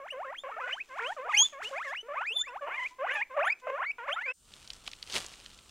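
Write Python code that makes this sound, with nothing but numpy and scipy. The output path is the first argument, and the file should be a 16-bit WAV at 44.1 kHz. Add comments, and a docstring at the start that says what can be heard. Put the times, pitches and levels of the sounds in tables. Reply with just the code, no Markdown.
"""Guinea pigs beg for food in a wire cage, close by: overlapping calls start as a low whine near 500 Hz
and whip up into a whistle as the vocal folds tighten. Air rasps in their throats; feet scuffle in leaves.
Then the scene changes to an open lawn: a soft hiss, the crackle of dry blades and snapping stalks,
and one brushing rustle of foliage."""
import sys
import numpy as np
from scipy import signal
from scipy.fft import rfft, irfft
from scipy.io import wavfile
from scipy.ndimage import uniform_filter1d, map_coordinates

SR = 44100
rng = np.random.default_rng(int(sys.argv[2]) if len(sys.argv) > 2 else 0)


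def wrap_up_sound(samples):
    """Save the sound to the file named by the first command line argument, as 16-bit audio."""
    columns = np.atleast_2d(samples).T
    # keep every value between -1 and 1, then stretch to whole-number steps
    tamed = np.clip(columns, -1, 1)
    steps = np.round(tamed * 32767).astype(np.int16)
    wavfile.write(sys.argv[1], SR, steps)


N = 251370
TIME = np.arange(N) / SR
LAWN_START_S, TOP_HZ = 4.335, 15750


def undb(db):
    """Decibels to gain."""
    return 10 ** (np.asarray(db) / 20)


def colour_db(spectrum, hz):
    """Level of a spectrum of (Hz, dB) points, read on a log-frequency axis."""
    points_hz, db = np.transpose(spectrum)
    return np.interp(np.log(np.maximum(hz, 1)), np.log(points_hz), db)


def shape(x, spectrum):
    """Colours a sound; rms 1."""
    y = irfft(rfft(x) * undb(colour_db(spectrum, np.fft.rfftfreq(N, 1 / SR))), N)
    return y / y.std()


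def noise(spectrum):
    """Coloured noise; rms 1."""
    return shape(rng.standard_normal(N), spectrum)


def walk(rate_hz, size):
    """Smooth random drift, spread near 1."""
    steps = np.arange(size) * rate_hz / SR
    return map_coordinates(rng.standard_normal(size // 10 + 2), [steps], order=2, mode="wrap")


def swells(events):
    """Gain of bursts that rise and fall exponentially."""
    return sum(undb(db) * np.exp(-np.maximum((peak_s - TIME) / rise_s, (TIME - peak_s) / fall_s))
               for peak_s, db, rise_s, fall_s in events)


def smooth_curve(t, times, values):
    """Cubic curve through the points, without overshoot."""
    slope = np.diff(values) / np.diff(times)
    before, after = slope[:-1], slope[1:]
    inner = 2 * np.maximum(before * after, 0) / np.where(before * after > 0, before + after, 1)
    tangent = np.r_[slope[0], inner, slope[-1]]
    i = np.clip(np.searchsorted(times, t) - 1, 0, len(times) - 2)
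    u = (t - times[i]) / (times[i + 1] - times[i])
    bend = (tangent[i] - slope[i]) * (1 - u) - (tangent[i + 1] - slope[i]) * u
    return values[i] + (t - times[i]) * (slope[i] + (1 - u) * bend)


# Calls that swing from a whine to an end pitch. Each row: start and length in seconds, whine and end
# pitch in Hz, swing midpoint and swing time in seconds, sharp onset as a share of pitch, attack in
# seconds, source level in dB at whine, mid swing and end, second and upper harmonics in dB relative to
# that level in the whine, the same two at the end.
WHEEK_CALLS = [(0.0, 0.14, 530, 3080, 0.077, 0.024, 0.079, 0.00067, -44.5, -45, -45, -2.5, -12, -4, 2),
               (0.118, 0.2, 480.3, 1990, 0.11, 0.045, 0.41, 0.011, -39.5, -36.5, -46.5, -7.5, -12, -18, -15),
               (0.243, 0.19, 502.3, 3620, 0.1, 0.03, 0.29, 0.01, -42.5, -41, -46, -2, -9, -4.5, -10),
               (0.432, 0.16, 558.4, 448.3, 0.081, 0.0044, 0.07, 0.02, -48, -45.5, -57, -2, -6, -5, 7),
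               (0.435, 0.129, 466.4, 1350, 0.061, 0.0256, 0.3, 0.0012, -41, -42.5, -41.5, 0.5, -7.5, -20, -26),
               (0.562, 0.15, 546.6, 1495, 0.033, 0.027, 0.116, 0.0069, -42, -37.5, -38.5, 5.5, -8, -13, -22),
               (0.597, 0.16, 493.3, 3190, 0.099, 0.025, 0.24, 0.0052, -44.5, -39, -34.5, 0.5, 0, -3.5, -14.5),
               (0.672, 0.16, 478.2, 2780, 0.099, 0.041, 0.03, 0.0056, -51.5, -43.5, -35, -4, 14, -26, -31),
               (0.883, 0.14, 488, 2515, 0.11, 0.039, 0.27, 0.04, -50, -34, -57, 4, 1.5, -17, 0),
               (0.985, 0.12, 575, 3335, 0.014, 0.048, 0.018, 0.018, -38.5, -44.5, -36, 16, -4, -13, -13),
               (0.994, 0.14, 450.6, 957, 0.1, 0.041, 0.018, 0.03, -40.5, -38.5, -36, 2, 3, -3.5, -21),
               (1.521, 0.18, 531, 3020, 0.1, 0.023, 0.25, 0.0098, -47.5, -37.5, -43.5, -0.5, -4, -1, -3),
               (1.624, 0.17, 382, 2540, 0.097, 0.051, 0.21, 0.0078, -50, -52, -35, -5, -2, -2, -7),
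               (1.844, 0.18, 527, 3003, 0.098, 0.023, 0.31, 0.0028, -45.5, -36, -38.5, 0, -1.5, -3.5, -7.5),
               (2.082, 0.084, 553, 716, 0.063, 0.031, 0.099, 0.0086, -36.5, -39.5, -51, -6.5, -17.5, 1, -6),
               (2.154, 0.093, 468, 1590, 0.07, 0.034, 0.16, 0.004, -54.5, -35.5, -38.5, 2, 8, -9, -15),
               (2.302, 0.2, 342, 2815, 0.074, 0.11, 0.36, 0.004, -48.5, -56, -40.5, -9, -16, -2, -7),
               (2.468, 0.14, 471, 1640, 0.099, 0.027, 0.33, 0.0026, -53, -35.5, -51, 8, 1, -29.5, -8),
               (2.607, 0.16, 541, 1213, 0.086, 0.035, 0.2, 0.017, -35, -51, -42, -3.5, -12.5, 7, -9),
               (2.906, 0.11, 992, 1020, 0.017, 0.026, 0.0056, 0.02, -41, -54, -65, -13, -12, -5, -11.5),
               (2.983, 0.17, 480, 3650, 0.096, 0.047, 0.18, 0.028, -32, -31.5, -35.5, -3.5, -11, -24, -28),
               (3.05, 0.13, 465, 590, 0.06, 0.02, 0.33, 0.033, -48.5, -39, -47, -14, 10, 2, 10),
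               (3.144, 0.096, 816.5, 1185, 0.073, 0.0095, 0.28, 0.011, -39.5, -36.5, -59, 4, 3.5, 27.5, 4.5),
               (3.295, 0.21, 484, 3700, 0.106, 0.045, 0.2, 0.016, -46.5, -31, -34.5, 3, -5, -16.5, -17.5),
               (3.364, 0.174, 516, 2549, 0.094, 0.043, 0.33, 0.007, -26, -33.5, -26, -9, -18.5, -4.5, -20.5),
               (3.439, 0.11, 524, 1165, 0.0011, 0.1, 0.064, 0.0012, -45, -36.5, -72.5, 12.5, 8, -1, -2.5),
               (3.616, 0.096, 505.2, 522.4, 0.059, 0.023, 0.0, 0.034, -46.5, -44, -28.5, 3, -4.5, -8, -10),
               (3.772, 0.085, 479.4, 1562, 0.06, 0.026, 0.012, 0.038, -46, -39.5, -31, 15, -3, -3.5, -19),
               (3.982, 0.18, 453.6, 3800, 0.11, 0.038, 0.13, 0.0013, -51, -33.5, -31.5, 8.5, 5, -14, -10),
               (4.076, 0.25, 453, 2680, 0.087, 0.09, 0.47, 0.023, -31, -47.5, -31, 0, -4.5, -9.5, -22),
               (4.161, 0.07, 653, 979, 0.078, 0.054, 0.0, 0.0033, -59, -53, -36.5, 29.5, 14.5, -4, 7),
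               (4.254, 0.07, 496.6, 580, 0.07, 0.01, 0.31, 0.013, -45, -39.5, -35, -4.5, 2.5, -9, 12)]


def wheeks(settle_s=0.012, release_s=0.0098, quaver_hz=38.2, quaver_share=0.012, quaver_db=3.5,
           waver_hz=140, waver_share=0.016, waver_db=1.6):
    """Yields each call: fold tension follows an S-curve and sets pitch, level, overtones and quaver."""
    for call in WHEEK_CALLS:
        start_s, length_s, whine_hz, end_hz, middle_s, swing_s, sharp_share, attack_s = call[:8]
        levels_db, whine_overtones_db, end_overtones_db = call[8:11], call[11:13], call[13:]
        t = TIME[int(start_s * SR):int((start_s + length_s) * SR)]
        age = t - t[0]
        pull = np.tanh((age - middle_s) / swing_s)
        tension = (pull - pull[0]) / (pull[-1] - pull[0])
        quaver = tension * np.sin(2 * np.pi * quaver_hz * age + walk(quaver_hz, len(t)))
        hz = whine_hz * (end_hz / whine_hz) ** tension
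        hz *= 1 + sharp_share * np.exp(-age / settle_s) + quaver_share * quaver
        db = np.interp(tension, [0, .5, 1], levels_db) + quaver_db * quaver
        thin_second_db, thin_upper_db = thinning(hz)
        unsteady = 4 * tension * (1 - tension)  # greatest in mid swing
        hz *= 1 + waver_share * unsteady * walk(waver_hz, len(t))
        db += waver_db * unsteady * walk(waver_hz, len(t))
        flare_db, shine_db = flares(t, hz)
        second_db, upper_db = (db + np.interp(tension, [0, 1], ends)
                               for ends in zip(whine_overtones_db, end_overtones_db))
        second_db += thin_second_db + shine_db / 2
        upper_db += thin_upper_db + shine_db
        gate = np.minimum(age / attack_s, 1) * np.minimum((t[-1] - t) / release_s, 1)
        yield voice(t, hz, (db + flare_db, second_db, upper_db), gate)


# Throat and mouth resonances. Each row: frequency in Hz, gain in dB.
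THROAT_RESPONSE = [(2400, 1), (3300, -10.5), (3700, -15.5), (4100, -23.5), (5400, -20), (7000, -14.5),
                   (8300, -20.5), (10500, -22), (15000, -34.5)]


def voice(t, hz, levels_db, gate, jitter=0.008, rattle=0.011, flutter_db=1.7, hoarse=0.045,
          whistle_hz=1500, rolloff_db_per_octave=10.5):
    """The folds' harmonics slide through fixed throat resonances. Returns tone and rasp envelope."""
    slack = 1 / (1 + (hz / whistle_hz) ** 2)  # slack folds beat unevenly, tight ones whistle
    hz = hz * (1 + np.sqrt(slack) * jitter * walk(130, len(t)) + slack * rattle * walk(900, len(t)))
    phase = 2 * np.pi * np.cumsum(hz) / SR
    first_db, second_db, upper_db = levels_db
    uppers_db = [upper_db - rolloff_db_per_octave * np.log2(k / 3) for k in range(3, 17)]
    tone, power = 0, 0
    for k, db in enumerate([first_db, second_db] + uppers_db, 1):
        harmonic_db = db + colour_db(THROAT_RESPONSE, k * hz) + flutter_db * walk(150, len(t))
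        gain = gate * undb(harmonic_db) * (k * hz < TOP_HZ)
        roughness = 1 + min(hoarse * k ** 1.5, .7) * walk(1100, len(t))
        tone += gain * np.sin(k * phase) * roughness
        power += gain ** 2
    start = round(t[0] * SR)
    return np.pad([tone, np.sqrt(power) * slack], ((0, 0), (start, N - start - len(t))))


# Air rushing through the throat. Each row: frequency in Hz, level in dB.
RASP_SPECTRUM = [(180, -12), (320, 2), (600, 15), (2900, 10.5), (4000, -35), (7200, -37), (15000, -24.5)]
# Raspy grunts. Each row: peak in seconds, added rasp in dB re the usual rasp, rise and fall in seconds.
GRUNT_SWELLS = [(.47, 6, .01, 0.035), (1.35, -9, .02, 0.028), (2.68, 14.5, 0.013, 0.077),
                (3.06, 12, .012, 0.023), (3.15, 8, .02, 0.017), (3.42, 3.5, 0.035, 0.014),
                (3.69, -1, .012, 0.029), (3.83, 3, .02, 0.013)]


def rasp(envelope, level_db=-24.5):
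    """Throat air follows the voices and swells where they break into a grunt."""
    return undb(level_db) * (1 + swells(GRUNT_SWELLS)) * envelope * noise(RASP_SPECTRUM)


def thinning(hz, second_db=-3, upper_db=-9, fast_octaves_per_s=26):
    """Second and upper harmonics weaken in a fast upward slide; both changes in dB."""
    octaves_per_s = uniform_filter1d(np.gradient(np.log2(hz)) * SR, size=700)
    return np.outer([second_db, upper_db], np.clip(octaves_per_s / fast_octaves_per_s, 0, 1))


# Whistle flares. Each row: centre and half length in seconds, gain in dB of the fundamental and of the
# upper harmonics at full whistle.
WHISTLE_FLARES = [(0.109, .005, 13.5, 10), (0.123, 0.0087, 15, 1), (0.389, 0.0064, 20.5, 22),
                  (.406, 0.01, 11, 12), (0.737, 0.011, 12, -7), (1.068, 0.017, 9.5, 4),
                  (1.668, 0.022, 16, -10), (1.973, 0.0063, 9, 11), (1.995, 0.011, 11, -24),
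                  (3.149, 0.032, -5, 33), (3.467, 0.023, -5.5, 22.5), (4.131, 0.0041, 19.5, 12.5),
                  (4.306, 0.0081, 5.5, 0)]


def flares(t, hz, onset_hz=1940, full_hz=2650):
    """A voice high enough to whistle flares for an instant; fundamental and upper gains in dB."""
    centre_s, half_s, *gains_db = np.transpose(WHISTLE_FLARES)
    bumps = np.exp(-((t - centre_s[:, None]) / half_s[:, None]) ** 2)
    return np.array(gains_db) @ bumps * np.interp(hz, [onset_hz, full_hz], [0, 1])


def crackle(spectrum, clicks_per_s, spread_db):
    """Leaves rub: dense tiny clicks, a few much larger than the rest; rms 1."""
    sizes = undb(spread_db * np.minimum(rng.exponential(size=N), 4))
    clicks = rng.standard_normal(N) * sizes * (rng.random(N) < clicks_per_s / SR)
    return shape(clicks, spectrum)


# Leaves in the cage. Each row: frequency in Hz, level in dB.
SCUFFLE_SPECTRUM = [(600, -5), (3400, 6), (4400, 0.5), (7300, 1.5), (10000, -10), (15000, -21.5)]
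# Pushes of the feet. Each row: peak in seconds, level in dB, rise and fall in seconds.
SCUFFLE_SWELLS = [(.73, -65, 0.069, 0.083), (1.11, -58.5, 0.12, 0.061), (1.46, -49, 0.034, 0.027),
                  (1.635, -46, 0.0067, 0.056), (1.89, -56, 0.039, 0.019), (2.89, -60.5, 0.083, 0.029),
                  (3.6, -63.5, 0.0034, 0.0079)]


def scuffle(nibble_db=-74):
    """Feet push through leaves over faint, steady nibbling."""
    envelope = undb(nibble_db) + swells(SCUFFLE_SWELLS)
    return envelope * crackle(SCUFFLE_SPECTRUM, clicks_per_s=6000, spread_db=3)


# Drawn-out squeals, one curve each. Each row of a curve: time in seconds, pitch in Hz, source level in dB
# of the fundamental, the second harmonic and the upper harmonics.
SQUEAL_CURVES = [
    [(1.164, 660, -43.5, -40, -57.5), (1.197, 511, -36.5, -42.5, -47), (1.275, 793.5, -45, -43.5, -58.5),
     (1.297, 1250, -26.5, -46, -44), (1.341, 828, -43, -43, -35.5), (1.391, 826, -44, -46.5, -38.5),
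     (1.418, 950, -34.5, -60.5, -42.5), (1.437, 1377, -46, -71, -63.5)],
    [(1.248, 494, -46, -60, -47), (1.274, 474, -43, -39, -55), (1.297, 867, -40, -57, -52),
     (1.323, 1261, -43, -37, -37), (1.338, 1956, -27, -62, -42), (1.35, 2200, -21, -19, -24),
     (1.362, 2346, -31.5, -19.5, -36), (1.38, 2990, -10.5, -8, -20), (1.399, 3203, -9, -4.5, -23.5),
     (1.422, 3327, -11, -2.5, -24), (1.453, 3488, -11, -19, -39), (1.468, 3490, -16.5, -43, -38)],
    [(1.71, 566.6, -38.5, -55, -75), (1.733, 536.4, -40.5, -40.5, -49), (1.817, 1315, -36, -45, -48),
     (1.845, 2136, -38.5, -42, -58), (1.897, 1635, -38, -43, -41), (1.94, 2170, -36, -42, -55)],
    [(2.028, 434, -49, -68, -65), (2.127, 605.5, -55, -44.5, -54), (2.175, 1118, -32, -39, -51.5),
     (2.252, 1726, -40, -45, -57), (2.272, 2320, -32.5, -33, -45), (2.318, 2806, -25.5, -48, -41.5),
     (2.35, 3560, -29, -42, -43), (2.371, 3515, -9, -55, -28), (2.39, 3483, -21, -30, -31),
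     (2.417, 3567, -9, -17.5, -39), (2.43, 3560, -51, -27, -43)],
    [(2.663, 588, -71, -41, -52), (2.682, 453.4, -44, -38, -47.5), (2.705, 688, -55, -39.5, -53),
     (2.76, 952, -46, -42, -43.5), (2.781, 1084, -45, -34, -49), (2.8, 960, -37.5, -33, -40),
     (2.816, 1055, -43.5, -34, -44), (2.838, 991, -38.5, -33, -35), (2.876, 1306, -80, -34, -66)],
    [(3.668, 693.4, -30, -32.5, -49), (3.686, 516, -33.5, -47, -54), (3.702, 520, -36.5, -46.5, -48),
     (3.752, 568.4, -32, -37, -46), (3.78, 707, -46.5, -36, -49), (3.798, 972, -36, -48, -57),
     (3.886, 2280, -34, -36.5, -61), (3.903, 2267, -26.5, -48, -55), (3.92, 2720, -33, -37, -45)],
]


def squeals(edge_s=0.0024):
    """Yields each long call, its pitch and strength wandering along a curve."""
    for curve in SQUEAL_CURVES:
        times, pitch_hz, *levels_db = np.transpose(curve)
        t = TIME[int(times[0] * SR):int(times[-1] * SR)]
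        hz = np.exp(smooth_curve(t, times, np.log(pitch_hz)))
        gate = np.clip(np.minimum(t - t[0], t[-1] - t) / edge_s, 0, 1)
        yield voice(t, hz, [np.interp(t, times, db) for db in levels_db], gate)


def herd(low_cut_hz=330):
    """All calls with their rasp; nothing sounds below the low cut."""
    tone, rasp_envelope = sum(wheeks()) + sum(squeals())
    highpass = signal.butter(2, low_cut_hz, "high", fs=SR, output="sos")
    return signal.sosfilt(highpass, tone + rasp(rasp_envelope))


def enclosure(x, t60_s=0.26, tail_db=-21, bounce_db=-17, bounce_s=0.0028):
    """A bounce off a tarpaulin makes the glides waver; the enclosure adds a short, weak tail."""
    t = TIME[:SR // 2]
    response = rng.standard_normal(len(t)) * np.exp(-np.log(1000) * t / t60_s) * (t > bounce_s)
    tail = signal.fftconvolve(x, response / np.linalg.norm(response))[:N]
    bounce = np.roll(x, int(bounce_s * SR))
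    return x + undb(bounce_db) * bounce + undb(tail_db) * tail


# Still air around the cage. Each row: frequency in Hz, level in dB.
CAGE_AIR_SPECTRUM = [(30, 0.5), (65, -7.5), (110, -19), (300, -7.5), (2500, -20.5), (5000, -35.5),
                     (15000, -28.5)]


def cage(air_db=-69, fade_out_s=0.027):
    """Calls and scuffling in the enclosure over still air, until the lawn starts."""
    sound = enclosure(herd() + scuffle()) + undb(air_db) * noise(CAGE_AIR_SPECTRUM)
    return sound * np.clip((LAWN_START_S - TIME) / fade_out_s, 0, 1)


# Air over the lawn. Each row: frequency in Hz, level in dB.
LAWN_AIR_SPECTRUM = [(15, -28), (25, 17), (848, -11.5), (1340, -2), (2230, -30), (2850, -4), (8130, -21),
                     (15500, -40)]


def lawn_air(level_db=-62):
    """A soft hiss of air; its level drifts by about 1 dB."""
    return undb(level_db + walk(16, N)) * noise(LAWN_AIR_SPECTRUM)


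def ticks(events, decay_s, width_octaves):
    """Dry fibres break, each a burst of noise around its own pitch."""
    out, t = np.zeros(2 * N), TIME[:SR // 40]
    for start_s, peak_db, hz in events:
        edges_hz = np.minimum(hz * 2 ** (np.array([-1, 1]) * width_octaves / 2), TOP_HZ)
        crack = rng.standard_normal(len(t)) * np.exp(-t / decay_s)
        burst = signal.lfilter(*signal.butter(2, edges_hz, "band", fs=SR), crack)
        start = int(start_s * SR)
        out[start:start + len(t)] += undb(peak_db) * burst / np.abs(burst).max()
    return out[:N]


def blades(count=170, pitch_hz=3700, spread_octaves=0.3, spread_db=5):
    """Dry blades and leaves tick at random; rms 1 during the lawn scene."""
    when, size, pitch = rng.random((count, 3)).T
    start_s = LAWN_START_S + when * (TIME[-1] - LAWN_START_S)
    db = -spread_db * np.log(size + 0.019)
    hz = pitch_hz * 2 ** (spread_octaves * np.arcsin(2 * pitch - 1))
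    ticking = ticks(zip(start_s, db, hz), decay_s=0.0015, width_octaves=1.1)
    return ticking / ticking[TIME > LAWN_START_S].std()


# Rubbing foliage. Each row: frequency in Hz, level in dB.
FOLIAGE_SPECTRUM = [(150, -5), (400, -1), (1150, -1), (2000, -2), (3100, 1.5), (5000, -2.5), (9000, -6.5),
                    (15000, -28.5)]
# Brushes against foliage. Each row: peak in seconds, relative level in dB, rise and fall in seconds.
BRUSH_SWELLS = [(4.55, -62, 0.074, 1), (4.876, -53.5, 0.0084, 0.0067), (5.16, -36, 0.027, 0.035),
                (5.3, -62, 0.1, 0.23)]


def foliage(rub_db=4, thud_db=-13):
    """Brushed leaves rub and tick; only a hard brush moves whole branches and adds a low thud."""
    push = swells(BRUSH_SWELLS)
    leaves = undb(rub_db) * crackle(FOLIAGE_SPECTRUM, clicks_per_s=8100, spread_db=5) + blades()
    thud = undb(thud_db) * noise([(90, -18), (170, 21), (600, -10), (2000, -55)])
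    return push * leaves + push ** 2 / push.max() * thud


# Dry stalks. Each row: start in seconds, relative peak level in dB, pitch in Hz.
STALK_SNAPS = [(4.538, -42.5, 3920), (4.676, -40.5, 4210), (4.703, -34, 3460), (4.734, -39.5, 5000),
               (4.865, -40, 3360), (4.877, -30, 3480), (4.879, -42.5, 1050), (4.915, -43, 3700),
               (4.933, -39, 2830), (5.027, -35, 3460), (5.105, -42, 3350), (5.165, -27.5, 2900),
               (5.264, -36.5, 5860), (5.461, -40.5, 3200), (5.505, -52.5, 3780), (5.589, -46, 3000)]


def stalks(gain_db=8):
    """Larger stalks break with a wide, dry crack."""
    return undb(gain_db) * ticks(STALK_SNAPS, decay_s=0.0017, width_octaves=0.93)


def lawn(fade_in_s=0.17, sizzle_db=-67):
    """Foliage, air and stalks fade in; a thin treble sizzle starts at once."""
    fade_in = np.clip((TIME - LAWN_START_S) / fade_in_s, 0, 1)
    rustle = foliage() + lawn_air()
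    sizzle = undb(sizzle_db) * noise([(2000, -25), (8800, -2), (10500, -18.5)])
    return (rustle + stalks()) * fade_in + sizzle * (TIME > LAWN_START_S)


def scene():
    """Cage, then lawn, both centred; only a faint treble hiss has width."""
    mid = cage() + lawn()
    side = undb(-75) * noise([(3000, -20), (7500, 0), (15000, -14)])
    return np.array([mid + side, mid - side])


def record(dry):
    """A steep low-pass cuts the treble above TOP_HZ."""
    return signal.sosfilt(signal.ellip(10, .1, 80, TOP_HZ, fs=SR, output="sos"), dry)


dry = scene()
out = record(dry)
wrap_up_sound(out)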